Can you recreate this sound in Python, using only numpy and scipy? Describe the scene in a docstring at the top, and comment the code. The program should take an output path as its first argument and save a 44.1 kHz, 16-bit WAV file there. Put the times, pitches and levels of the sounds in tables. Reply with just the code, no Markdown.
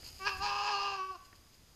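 """One long distress wail from a fawn in a quiet wood: a clear nasal tone that cracks into a yelp, turns
harsh while it strains, then clears and sags. Vocal-fold harmonics shaped by the throat make the tone;
irregular fold beats and breath make the rasp; the trees echo it. Dry leaves rustle and twigs snap
over a low rumble and the hiss of a small microphone that rings in the treble."""
import sys
import numpy as np
from scipy import signal
from scipy.fft import rfft, irfft
from scipy.io import wavfile

SR = 44100
rng = np.random.default_rng(int(sys.argv[2]) if len(sys.argv) > 2 else 0)


def to_wav(s):
    """Save 16-bit WAV."""
    ch = np.atleast_2d(s).T  # columns
    pcm = np.round(np.clip(ch, -1, 1) * 32767)  # PCM
    wavfile.write(sys.argv[1], SR, pcm.astype(np.int16))


N = 77175
T = np.arange(N) / SR
FULL_STRAIN_DB = -40

# clear tone ahead of the throat: time_s, level_db
TONE_LEVEL = [(.185, -88), (.2, -49.5), (.22, -40), (.25, -35), (.275, -27), (.305, -37), (.34, -41.5),
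              (.365, -45), (.39, -52.5), (.41, -38.5), (.47, -39.5), (.62, -39.5), (.7, -36.5), (.745, -29),
              (.81, -37), (.87, -33), (.95, -37), (.965, -41.5), (.995, -32.5), (1.08, -42.5), (1.11, -38),
              (1.135, -51), (1.16, -43.5), (1.18, -69)]
# body of the rasp: time_s, level_db
RASP_LEVEL = [(.19, -98), (.245, -67), (.28, -33), (.305, -45), (.335, -55), (.39, -91), (.42, -56),
              (.44, -42), (.5, -40.5), (.62, -41.5), (.69, -38), (.75, -44.5), (.9, -42.5), (.955, -47.5),
              (1.0, -60), (1.05, -93)]


def undb(db):
    """Decibels to gain."""
    return 10 ** (np.asarray(db) / 20)


def unit(x):
    """Scale to rms 1."""
    return x / np.sqrt(np.mean(x ** 2))


def curve(rows):
    """Join (time_s, value) rows by straight lines."""
    return np.interp(T, *np.array(rows).T)


def spectrum_db(hz, rows, column=1):
    """Read a dB column on a log-frequency axis."""
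    rows = np.array(rows)
    return np.interp(np.log(hz + 1e-9), np.log(rows[:, 0]), rows[:, column])


def colour(x, rows):
    """Filter by (freq_hz, gain_db) rows; rms 1."""
    gain = undb(spectrum_db(np.fft.rfftfreq(N, 1 / SR), rows))
    return unit(irfft(rfft(x) * gain, N))


def walk(rate_hz):
    """Smooth random drift up to about rate_hz; rms 1."""
    lowpass = np.exp(-(np.fft.rfftfreq(N, 1 / SR) / rate_hz) ** 2)
    return unit(irfft(rfft(rng.standard_normal(N)) * lowpass, N))


def swell(centre_s, width_s):
    """Bell-shaped rise and fall."""
    return np.exp(-.5 * ((T - centre_s) / width_s) ** 2)


def ring(x, resonances):
    """Steep parallel resonances; rms 1."""
    out = 0
    for hz, width_hz, db in resonances:
        b, a = signal.iirpeak(hz, hz / width_hz, SR)
        out = out + undb(db) * signal.lfilter(b, a, signal.lfilter(b, a, x))
    return unit(out)


def microphone_hiss():
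    """Faint, slowly falling hiss of a small microphone that rings in the treble."""
    # hiss spectrum: freq_hz, gain_db
    spectrum = [(150, 1.5), (400, -1), (1000, -2.5), (2000, -5), (3700, -5), (4400, -6), (4950, 3.5),
                (5450, -8), (6200, -4.5), (6700, -2.5), (7500, -9.5), (10000, -11.5), (13500, -10),
                (15000, -25)]
    start_db, fall_db_per_s = -63, 1
    level_db = start_db - fall_db_per_s * T + 0.17 * walk(45)
    return colour(rng.standard_normal(N), spectrum) * undb(level_db)


def rumble():
    """Low noise that swells unevenly and recedes."""
    # rumble spectrum: freq_hz, gain_db
    spectrum = [(10, -11), (28, -5.5), (50, -4.5), (75, -4), (120, -11), (200, -17), (400, -23.5),
                (1500, -49)]
    # rumble envelope: time_s, level_db
    level = [(0, -56.5), (.1, -57.5), (.18, -60.5), (.27, -55), (.34, -58), (.375, -50), (.44, -52.5),
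             (.55, -59.5), (1.0, -64), (1.75, -65)]
    return colour(rng.standard_normal(N), spectrum) * undb(curve(level))


def leaves():
    """Dry leaves rustle in swells: a dull grainy ring and a crisp crackle."""
    # leaf rustles: centre_s, width_s, dull_db, crisp_db
    rustles = [(0.062, 0.016, -50, -59.5), (.088, 0.015, -54.5, -62), (.17, 0.26, -56.5, -62.5),
               (0.379, 0.011, -54.5, -59), (1.257, 0.01, -60.5, -67), (1.357, 0.0047, -59, -68),
               (1.543, .01, -63.5, -73)]
    # dull ring: freq_hz, gain_db
    dull_spectrum = [(150, -18), (900, -14.5), (2000, -14), (3000, -4), (3600, -15), (4500, 0), (5000, 6.5),
                     (5450, -11), (6100, -14), (6700, 0.5), (7400, -15.5), (15000, -36)]
    # crisp crackle: freq_hz, gain_db
    crisp_spectrum = [(6000, -6), (13500, -4), (15000, -23)]
    grains = rng.standard_normal(N) * undb(1.8 * walk(230))
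    crackle = rng.standard_normal(N) * undb(2.6 * walk(400))
    dull = np.sqrt(sum((undb(db) * swell(at, width)) ** 2 for at, width, db, _ in rustles))
    crisp = np.sqrt(sum((undb(db) * swell(at, width)) ** 2 for at, width, _, db in rustles))
    return dull * colour(grains, dull_spectrum) + crisp * colour(crackle, crisp_spectrum)


def twigs(decay_s=0.0068):
    """Twigs snap: sudden, fast-decaying noise bursts."""
    # twig snaps: start_s, level_db
    snaps = [(0.03, -56), (1.328, -52)]
    # snap spectrum: freq_hz, gain_db
    spectrum = [(60, -1), (600, 0), (1100, -6), (2200, 1.5), (3000, -21), (9000, -34)]
    bursts = sum(undb(db) * (T >= at) * np.exp(-np.abs(T - at) / decay_s) for at, db in snaps)
    return bursts * colour(rng.standard_normal(N), spectrum)


def wood_echo(x, t60_s=0.59, build_s=0.03, band_hz=(845, 3140), gain_db=-10):
    """Trunks scatter a fading mid-range echo; two pitches linger, opposed in phase to the direct sound."""
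    # lingering pitches: pitch_hz, t60_s, gain_db
    lingering = [(756, .35, -8), (1137, .85, -13)]
    tail = rng.standard_normal(N) * undb(-60 * T / t60_s) * (1 - np.exp(-T / build_s))
    band = signal.butter(2, band_hz, "band", fs=SR, output="sos")
    response = undb(gain_db) * signal.sosfilt(band, tail / np.sqrt(np.sum(tail ** 2)))
    for hz, linger_t60_s, db in lingering:
        fade = undb(-60 * T / linger_t60_s)
        response -= undb(db) * 2 * fade / np.sum(fade) * np.cos(2 * np.pi * hz * T)
    return signal.fftconvolve(x, response)[:N]


def rasp(cycles):
    """Uneven fold beats, rocked by a slower flutter, and a puff of breath each cycle ring the throat."""
    # body resonances: freq_hz, width_hz, gain_db
    body_modes = [(520, 285, -11), (1024.4, 158, 6.5), (1120, 135, -1.5), (1626, 100, 2), (2638, 295, 1.5),
                  (2870, 414, -4.5)]
    # treble resonances: freq_hz, width_hz, gain_db
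    edge_modes = [(3106, 290, 0.5), (4580, 790, 7), (4958, 270, 12.5), (5480, 280, -1)]
    # treble envelope: time_s, level_db
    edge_level = [(.22, -69), (.255, -48), (.278, -38.5), (.3, -44), (.34, -52.5), (.405, -63), (.425, -45),
                  (.442, -38), (.48, -43.5), (.54, -47), (.69, -45.5), (.9, -48), (.955, -49), (1.0, -66.5),
                  (1.05, -65.5)]
    # voice cracks: centre_s, width_s, low_db, high_db
    cracks = [(0.282, 0.012, -43, -35.5), (0.458, 0.021, -41.5, -42), (.69, .012, -41, -52)]
    # low ring of a crack: freq_hz, width_hz, gain_db
    low_modes = [(966, 83, 0)]
    # high ring of a crack: freq_hz, width_hz, gain_db
    high_modes = [(1590, 220, 3.5), (2510, 290, 2.5), (4620, 380, -0.5)]
    beats = np.diff(np.floor(cycles), prepend=0)
    flutter_hz = 158 * (1 + 0.032 * walk(17))
    flutter = np.sqrt(2) * np.sin(2 * np.pi * np.cumsum(flutter_hz) / SR)
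    steady = unit(beats)
    uneven = unit(beats * np.tanh(0.62 * flutter + 0.5 * walk(400)))
    breath = unit(rng.standard_normal(N) * (.5 + np.exp(-(cycles % 1))))
    source = uneven + 0.55 * breath
    body = undb(curve(RASP_LEVEL)) * ring(source, body_modes)
    edge = ring(steady + 2.2 * uneven + 1.4 * breath, edge_modes)
    edge *= undb(curve(edge_level) + 1.5 * walk(44))  # the treble flickers
    low, high = ring(source, low_modes), ring(source + steady, high_modes)
    yelps = sum(swell(at, width) * (undb(low_db) * low + undb(high_db) * high)
                for at, width, low_db, high_db in cracks)
    return body + edge + yelps


def clear_tone(cycles, pitch_hz, strain, shimmer=.3, shimmer_hz=45):
    """Fold harmonics, shaped by the throat as the mouth opens; strain makes the overtones tremble."""
    # mouth: time_s, opening (about 0 nearly shut, about 1 wide)
    mouth = [(.2, 0.52), (.25, 0.11), (.28, 0.067), (.34, 0.52), (.385, 1.03), (.41, 0.8), (.44, 1.34),
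             (.52, 0.8), (.67, 1.23), (.75, 0.49), (.83, 0.77), (.87, 0.49), (.95, 0.78), (1.0, 0.078),
             (1.1, -0.35), (1.125, 0.76), (1.16, 0.42)]
    # throat response: freq_hz, nearly_shut_db, wide_db
    throat = [(560, -15, 3), (783, -21.5, -2.5), (1120, 5.5, -13), (1151, -8, 0), (1536, -20, -15.5),
              (2030, -33.5, -35), (2445, -22, -31.5), (2766, -15.5, -8), (3030, -25, -28), (3560, -39, -34),
              (4390, -29, -13.5), (4800, -28.5, -23.5), (5500, -35, -20), (5400, -23, -42),
              (6530, -41, -23), (8060, -61, -45)]
    # flaring throat resonances: centre_s, width_s, centre_hz, width_hz, lift_db
    flares = [(.215, 0.028, 2160, 220, 18), (0.269, 0.025, 1680, 150, 15.5), (.328, 0.039, 2620, 120, 12.5),
              (0.336, 0.019, 4900, 140, 20), (.6, 0.053, 2840, 90, 4), (.775, 0.027, 4400, 100, 7.5)]
    opening, tone_db = curve(mouth), curve(TONE_LEVEL)
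    slack_db_per_khz = 4.6 * np.clip((T - 0.95) / 0.4, 0, 1)  # the folds go slack and the tone dulls
    fundamental_db = -55 + 0.63 * (tone_db - FULL_STRAIN_DB)  # only partly follows the loudness
    out = undb(fundamental_db) * np.cos(2 * np.pi * cycles)
    for k in range(2, 20):
        hz = k * pitch_hz
        db = (1 - opening) * spectrum_db(hz, throat) + opening * spectrum_db(hz, throat, column=2)
        for centre_s, width_s, centre_hz, width_hz, lift_db in flares:
            db += lift_db * swell(centre_s, width_s) * np.exp(-.5 * ((hz - centre_hz) / width_hz) ** 2)
        db -= slack_db_per_khz * np.maximum(hz / 1000 - 1, 0)
        tremble = 1 + shimmer * strain * (walk(shimmer_hz) + 1j * walk(shimmer_hz))
        overtone = np.exp(2j * np.pi * (k * cycles + rng.random()))
        out += undb(tone_db + db) * np.real(tremble * overtone)
    return np.sqrt(2) * out


def fawn(waver=.003, jitter_cycles=0.018, attack_s=0.011, release_s=0.016):
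    """One cry; the harder the strain, the less evenly the folds beat."""
    # vocal-fold pitch: time_s, pitch_hz
    pitch = [(.19, 379), (.238, 382.7), (.274, 418), (.3, 389.3), (.366, 376.4), (.404, 383), (.44, 414.4),
             (.52, 400.4), (.58, 408.3), (.65, 405.4), (.69, 421.6), (.75, 399.4), (.904, 399.8),
             (1.0, 379.6), (1.122, 378.3), (1.165, 349)]
    pitch_hz = curve(pitch)
    strain = np.minimum(undb(curve(RASP_LEVEL) - FULL_STRAIN_DB), 1.2)
    cycles = np.cumsum(pitch_hz * (1 + waver * walk(40))) / SR
    cycles += jitter_cycles * strain * walk(83)
    start_s, end_s = TONE_LEVEL[0][0], TONE_LEVEL[-1][0]
    gate = np.clip((T - start_s) / attack_s, 0, 1) * np.clip((end_s - T) / release_s, 0, 1)
    return gate * (clear_tone(cycles, pitch_hz, strain) + rasp(cycles))


def scene():
    """The cry and its echo over leaves, twigs, hiss and rumble; mono."""
    cry = fawn()
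    return (cry + wood_echo(cry) + leaves() + twigs() + microphone_hiss() + rumble())[None]


def record(dry):
    """A steep low-pass cuts the top."""
    cutoff_hz = 14900
    return signal.sosfilt(signal.ellip(10, .2, 70, cutoff_hz, fs=SR, output="sos"), dry)


dry = scene()
out = record(dry)
to_wav(out)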